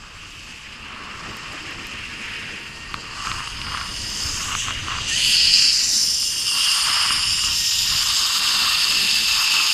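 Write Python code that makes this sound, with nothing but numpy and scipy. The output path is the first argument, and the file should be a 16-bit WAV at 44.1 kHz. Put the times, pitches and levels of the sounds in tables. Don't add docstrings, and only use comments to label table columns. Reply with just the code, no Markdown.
import sys
import numpy as np
from scipy import signal
from scipy.fft import next_fast_len
from scipy.io import wavfile
from scipy.ndimage import map_coordinates

SR = 44100
rng = np.random.default_rng(int(sys.argv[2]) if len(sys.argv) > 2 else 0)


def wav_out(sig):
    wavfile.write(sys.argv[1], SR, np.round(np.clip(np.atleast_2d(sig).T, -1, 1) * 32767).astype(np.int16))


N = 429093

# (t/s, deep buffeting level/dB, rumble level/dB)
WIND_LEVELS = [(0, -43, -49), (.35, -47, -53), (1.16, -45, -42), (2.93, -43.5, -45), (3.41, -37, -50),
               (3.85, -38, -44), (4.3, -37, -44), (4.82, -33.5, -44), (5.66, -44.5, -44.5),
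               (6.37, -47, -48), (6.96, -46, -48), (7.21, -36.5, -49), (7.5, -35.5, -52),
               (7.66, -43.5, -57), (7.94, -34.5, -47.5), (8.08, -44.5, -49), (9.0, -48.5, -42),
               (9.38, -48, -48), (9.73, -54, -49.5)]
# (f/Hz, level per Hz/dB)
RUMBLE_TILT = [(100, -6.5), (200, -2), (330, -6.5), (550, -12.5), (900, -14.5)]
# (t/s, level/dB)
RUSH_LEVEL = [(0, -48.5), (1.2, -40.5), (2.3, -34.5), (3.0, -42), (4.8, -36.5), (5.6, -35), (6.35, -44.5),
              (6.96, -28.5), (7.4, -40.5), (7.75, -39.5), (8.0, -36), (9.4, -34.5), (9.73, -37)]

# (t/s, peak level before filter and boost/dB)
TICK_EVENTS = [(1.3693, -25), (1.5319, -33), (1.6264, -39), (1.7104, -34), (1.8692, -25), (2.2568, -42),
               (2.6913, -38), (2.9407, -31), (3.2714, -33)]

# (f/Hz, width/Hz, relative level/dB)
CASE_MODES = [(1144, 244, 4.5), (1680, 1400, -4.5), (2520, 840, -5.5), (4300, 180, -3)]
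# (t/s, level before filters and boost/dB, upper modes re lower, also before/dB)
KNOCK_EVENTS = [(2.942, -11.5, -7), (3.271, -14.5, -9), (3.316, -15.5, -2), (3.404, -19, -15),
                (3.474, -18, -13), (3.616, -29.5, 10), (3.668, -22, -3), (3.721, -18, -10),
                (3.747, -15.5, -18), (3.773, -19, -4), (3.813, -16.5, -6), (4.551, -10.5, -8),
                (4.683, -12.5, -10), (4.707, -15, -7), (4.883, -14.5, -15), (4.906, -19, -6),
                (4.985, -16.5, -11), (6.229, -29, -2), (6.901, -13, -7), (7.061, -15, -7), (7.106, -11, -9),
                (7.438, -20.5, 0), (7.72, -26, -6)]
# (t/s, level/dB)
GRIP_LEVEL = [(0, -44.5), (.6, -52.5), (1.2, -38), (4.4, -62), (4.6, -51), (9.73, -52)]
# (peak t/s, peak level/dB, rise/s, fall/s)
GLOVE_STROKES = [(1.08, -38, .3, 0.13), (3.33, -30.5, 0.33, 0.18), (3.74, -30.5, 0.15, 0.15),
                 (4.55, -32.5, 0.36, 0.022), (4.69, -30, 0.062, .03), (4.93, -29.5, .1, 0.1),
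                 (6.55, -35.5, 0.042, .3), (6.95, -27, 0.32, 0.33), (7.48, -34, 0.056, 0.06),
                 (7.92, -34.5, 0.025, .5), (8.62, -27.5, 0.51, 0.38), (9.36, -30.5, 0.08, .2),
                 (9.55, -30, 0.23, 0.28)]
STROKE_SPAN_DB, STROKE_BEND = 10, 1.31

# (t/s, strand rate f/Hz, first multiple level/dB, second multiple level/dB)
STRAND_WHINE = [(0, 833, -65, -74), (1.3, 919, -58, -52), (2.92, 925, -55, -46.5), (3.3, 936, -51, -66),
                (3.9, 955, -54, -49), (5.06, 947, -62, -61), (5.12, 902, -58, -34), (5.18, 1018, -50, -39),
                (5.3, 973, -55.5, -39), (6.15, 954, -60, -53), (6.4, 928, -71, -67), (7.42, 955, -59, -50),
                (7.52, 934, -50, -40), (7.95, 926.5, -52, -47), (8.3, 918, -56, -47),
                (8.7, 906, -58, -39.5), (9.0, 895, -53, -46), (9.12, 892, -47.5, -42.5),
                (9.73, 871, -44.5, -46)]

# (t/s, frame level/dB, wheels level/dB, flanges level/dB, sizzle level/dB)
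ROLLING_LEVELS = [
    [(0.0, -46.5, -52.5, -52.5, -64), (0.41, -41.5, -48.5, -47, -56.5), (0.9, -41.5, -52, -53.5, -63),
     (1.28, -41, -45.5, -46.5, -59), (2.38, -35, -45, -47.5, -54.5), (2.72, -42.5, -46.5, -48.5, -56),
     (3.09, -41, -42, -45.5, -58), (3.27, -36.5, -37, -36.5, -47.5), (3.55, -38.5, -39, -45.5, -50.5),
     (4.26, -38, -28, -30.5, -40.5), (4.62, -30.5, -39.5, -30, -44), (4.8, -35.5, -39.5, -41, -52),
     (5.06, -31, -34.5, -32.5, -50)],
    [(5.09, -26.5, -31, -26, -41.5), (5.3, -21, -21, -26.5, -27.5), (5.4, -22.5, -17.5, -26.5, -36.5),
     (5.59, -23, -16.5, -25, -35.5), (5.88, -34, -24, -22.5, -35.5), (5.95, -37, -23, -21.5, -31.5),
     (6.41, -33, -26, -30, -34), (6.63, -26, -22, -27, -28.5), (7.16, -28.5, -25.5, -31, -31.5),
     (7.61, -30, -25, -23.5, -36.5), (8.79, -26.5, -22.5, -30, -34), (9.72, -24.5, -23.5, -27, -36.5),
     (9.73, -36, -21.5, -31, -36.5)],
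]
# (t/s, axles level re mean of frame and wheels/dB,
# bearings level re sizzle/dB, third strand multiple level re frame/dB)
PART_BALANCE = [(0, -4, -9, -14), (3.3, -7.5, -12, -5), (3.95, -6, -12, 0), (4.3, -5, -8, -11),
                (4.6, -4.5, -10, -3), (5.12, -3, -13, -6), (5.6, -13, -11, -20), (5.95, -2.5, -9, -7),
                (6.3, -10, -10, -3), (7.3, -2.5, -14, -3.5), (7.6, -1.5, -1, -9), (8.2, -0.5, -4.5, -11),
                (8.7, 0.5, -6, -5), (9.73, -2, -1.5, -4)]
# (t/s, frame f/Hz, wheels f/Hz, flanges f/Hz)
TURNING_PITCH = [(0.0, 2714, 4874, 6337), (2.38, 2653, 4958, 6423), (2.85, 2744, 4696, 6290),
                 (3.4, 2795, 4920, 6540), (3.79, 2889, 4870, 6250), (4.18, 2900, 4950, 6355),
                 (4.36, 2681, 5052, 6390), (4.55, 2869, 5184, 6456), (5.15, 2857, 4645, 6376),
                 (5.83, 2736, 4918, 6176), (6.07, 3000, 5230, 6010), (6.8, 2939, 4840, 6420),
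                 (7.37, 2836, 5108, 6150), (7.95, 2897, 4997, 5806), (8.15, 2942, 4928, 6476),
                 (8.67, 2811, 4810, 6470), (9.73, 2707, 4953, 6420)]
# (f/Hz, width/Hz, relative level/dB)
FRAME_MODES = [(2585, 450, -0.5), (2850, 384, 3.5), (3264, 400, -3)]
AXLE_MODES = [(3490, 780, -4), (3820, 1340, -0.1)]
WHEEL_MODES = [(4560, 760, -2.7), (5297, 590, 1)]
FLANGE_MODES = [(5500, 810, 0.3), (6530, 470, -1), (7450, 630, -4.5)]
SIZZLE_MODES = [(8760, 950, 3.4), (10990, 300, 0.5)]
BEARING_MODES = [(12010, 520, -4), (13270, 400, -15), (14400, 590, -11.5)]
# (t/s, hand delay/ms, jacket share/0-1)
ECHOES = [(0, 0.37, 0), (2.9, 0.38, 0), (3.4, 0.38, 0), (4.2, 0.33, 0.2), (4.5, 0.287, .03),
          (5.13, 0.36, 0), (5.33, 0.24, 0.18), (5.95, 0.17, 0), (6.2, 0.23, 0.2), (6.45, 0.39, 0.13),
          (6.7, 0.334, 0.2), (7.3, 0.4, .4), (7.6, 0.37, 0.08), (7.8, 0.25, 0.14), (8.7, 0.25, 0.09),
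          (9.73, 0.28, 0.25)]
HAND_SHARE, JACKET_DELAY_MS = 0.11, 0.497
# (t/s, lower f/Hz, middle f/Hz, upper f/Hz)
DIP_CENTRES = [(0, 4000, 6040, 8200), (3.0, 3680, 6100, 8000), (3.5, 3900, 5670, 7600),
               (4.3, 4000, 5670, 7950), (4.6, 4100, 5300, 8400), (5.0, 4060, 5470, 8000),
               (5.3, 3930, 5700, 8400), (5.75, 3600, 6200, 8100), (5.95, 3205, 6500, 7890),
               (6.1, 3900, 6700, 7700), (6.4, 4130, 6804, 7800), (6.9, 3900, 6300, 8000),
               (7.5, 4100, 6000, 7900), (8.1, 4080, 5860, 8800), (8.8, 4000, 5800, 8204),
               (9.73, 4000, 5900, 8050)]
DIP_WINDOW_SAMPLES, DIP_SHARE = 189, 0.36


def from_db(db):
    return 10 ** (np.asarray(db) / 20)


def rms_one(x):
    return x / np.sqrt(np.mean(x ** 2) + 1e-20)


def in_time(rows):
    t, *columns = np.transpose(rows)
    return [np.interp(np.arange(N) / SR, t, column) for column in columns]


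def drift(corner_hz):
    r = np.exp(-2 * np.pi * corner_hz / SR)
    noise = rng.standard_normal(N + SR)
    settled = signal.lfilter([1], [1, -2 * r, r * r], noise)[SR:]
    return rms_one(settled)


def resonate(x, modes):
    out = 0
    for k, (hz, width_hz, level_db) in enumerate(modes):
        r = np.exp(-np.pi * width_hz / SR)
        top = [(1 - r * r) / 2, 0, (r * r - 1) / 2]
        bottom = [1, -2 * r * np.cos(2 * np.pi * hz / SR), r * r]
        out = out + (-1) ** k * from_db(level_db) * signal.lfilter(top, bottom, x)
    return out


def band(x, low_hz, high_hz, order=2):
    return signal.sosfilt(signal.butter(order, [low_hz, high_hz], "band", fs=SR, output="sos"), x)


def grit(per_s, spread_db, clump_db, clump_rate):
    sizes = from_db(spread_db * np.minimum(rng.exponential(1, N), 5))
    signs = rng.choice([-1, 1], N)
    touching = rng.random(N) < per_s / SR
    clumps = from_db(clump_db * drift(clump_rate))
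    return sizes * signs * touching * clumps + 1e-18


def impulses(events):
    t, peak_db = np.transpose(events)
    out = np.full(N, 1e-18)
    out[np.round(t * SR).astype(int)] = from_db(peak_db)
    return out


def deep_buffeting(gust):
    lumps = band(rng.standard_normal(N + SR), 11.4, 109)[SR:]
    return rms_one(lumps * from_db(0.53 * gust + 2.1 * drift(9.3)))


def wind_rumble(gust):
    edges_hz = 90 * 2 ** np.arange(0, 3.6, .5)
    hz, level_db = np.transpose(RUMBLE_TILT)
    out = 0
    for low, high in zip(edges_hz, edges_hz[1:]):
        tilt_db = np.interp(np.log(low * high) / 2, np.log(hz), level_db)
        gain_db = tilt_db + 1.7 * gust + 2.3 * drift(6.2)
        out = out + from_db(gain_db) * band(rng.standard_normal(N), low, high)
    return rms_one(out)


def air_rush():
    return rms_one(band(rng.standard_normal(N), 1490, 2750) * from_db(1.9 * drift(12)))


def wind():
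    deep_db, rumble_db = in_time(WIND_LEVELS)
    rush_db, = in_time(RUSH_LEVEL)
    gust = drift(5.3)
    out = from_db(deep_db) * deep_buffeting(gust)
    out = out + from_db(rumble_db) * wind_rumble(gust)
    return out + from_db(rush_db) * air_rush()


def ticks():
    return from_db(11.5) * band(impulses(TICK_EVENTS), 4000, 14000, order=1)


def pressure():
    t = np.arange(N) / SR
    power = from_db(2 * in_time(GRIP_LEVEL)[0])
    for peak_t, peak_db, rise_s, fall_s in GLOVE_STROKES:
        away = np.maximum((peak_t - t) / rise_s, (t - peak_t) / fall_s)
        drop_db = STROKE_SPAN_DB * np.minimum(away, 10) ** STROKE_BEND
        power = power + from_db(2 * (peak_db - drop_db))
    return np.sqrt(power)


def glove_rub():
    slips = grit(3000, spread_db=2.5, clump_db=1.5, clump_rate=28)
    return pressure() * rms_one(band(resonate(slips, CASE_MODES), 543, 2720))


def glove_knocks():
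    t, low_db, upper_db = np.transpose(KNOCK_EVENTS)
    judder = np.zeros(200)
    judder[[0, 38, 75, 170]] = 1, 0.39, 0.12, 0.083

    def hits(level_db):
        return np.convolve(impulses(np.transpose([t, level_db])), judder)[:N]

    low, high = hits(low_db), hits(low_db + upper_db)
    lower_ring = from_db(25.5) * band(resonate(low, CASE_MODES[:2]), 710, 1800)
    upper_ring = from_db(32.5) * band(resonate(high, CASE_MODES[2:]), 1500, 7000)
    thump = from_db(21.0) * band(low, 56, 250)
    return lower_ring + upper_ring + thump


def whine():
    rate_hz, first_db, second_db = in_time(STRAND_WHINE)
    frame_db = in_time(np.vstack(ROLLING_LEVELS))[0]
    third_db = frame_db + in_time(PART_BALANCE)[2]
    phase = 2 * np.pi * np.cumsum(rate_hz * (1 + 0.001304 * drift(13.8))) / SR
    out = 0
    # level, strength of the blur, speed of the blur in Hz
    multiples = [(first_db, .3, 12), (second_db, .3, 15), (third_db, .9, 30)]
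    for k, (level_db, blur, blur_hz) in enumerate(multiples, start=1):
        wobble = 1 + blur * (drift(blur_hz) + 1j * drift(blur_hz))
        tone = np.real(wobble * np.exp(1j * k * phase))
        out = out + from_db(level_db) * rms_one(tone)
    return out


def slide(x, centre_hz):
    turn = 2 * np.pi * np.cumsum(centre_hz - np.mean(centre_hz)) / SR
    return np.real(signal.hilbert(x, next_fast_len(N))[:N] * np.exp(1j * turn))


def reflected(x):
    hand_ms, jacket = in_time(ECHOES)
    for delay_ms, share in [(hand_ms, HAND_SHARE), (JACKET_DELAY_MS, -np.clip(jacket, 0, 1))]:
        late = map_coordinates(x, [np.arange(N) - delay_ms * SR / 1000], order=3)
        x = (x + share * late) / np.sqrt(1 + share ** 2)
    return x


def dipped(x):
    window = np.hanning(DIP_WINDOW_SAMPLES)
    for centre_hz in in_time(DIP_CENTRES):
        turn = np.exp(2j * np.pi * np.cumsum(centre_hz) / SR)
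        low = signal.fftconvolve(x / turn, window / window.sum(), "same")
        x = x - 2 * DIP_SHARE * np.real(low * turn)
    return x


def rolling():
    frame_db, wheels_db, flanges_db, sizzle_db = in_time(np.vstack(ROLLING_LEVELS))
    axles_db, bearings_db, _ = in_time(PART_BALANCE)
    frame_hz, wheels_hz, flanges_hz = in_time(TURNING_PITCH)
    shared = rms_one(grit(6000, spread_db=3.5, clump_db=2.0, clump_rate=40))

    def part(modes, low_hz, high_hz):
        own = rms_one(grit(9000, spread_db=1.5, clump_db=1.56, clump_rate=16))
        return rms_one(band(resonate(0.61 * shared + own, modes), low_hz, high_hz))

    frame = slide(part(FRAME_MODES, 2080, 3450), frame_hz)
    axles = part(AXLE_MODES, 2820, 4270)
    wheels = slide(part(WHEEL_MODES, 3900, 5200), wheels_hz)
    flanges = slide(part(FLANGE_MODES, 5890, 8230), flanges_hz)
    sizzle = part(SIZZLE_MODES, 5100, 12600)
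    bearings = part(BEARING_MODES, 10000, 14300)

    out = from_db(frame_db) * frame
    out = out + from_db((frame_db + wheels_db) / 2 + axles_db) * axles
    out = out + from_db(wheels_db) * wheels
    out = out + from_db(flanges_db) * flanges
    return out + from_db(sizzle_db) * (sizzle + from_db(bearings_db) * bearings)


def scene():
    background = wind() + ticks()
    handling = glove_rub() + glove_knocks()
    trolley = whine() + dipped(reflected(rolling()))
    return np.tile(background + handling + trolley, (2, 1))


def record(dry):
    return signal.sosfilt(signal.ellip(12, .5, 80, 15300, fs=SR, output="sos"), dry)


dry = scene()
out = record(dry)
wav_out(out)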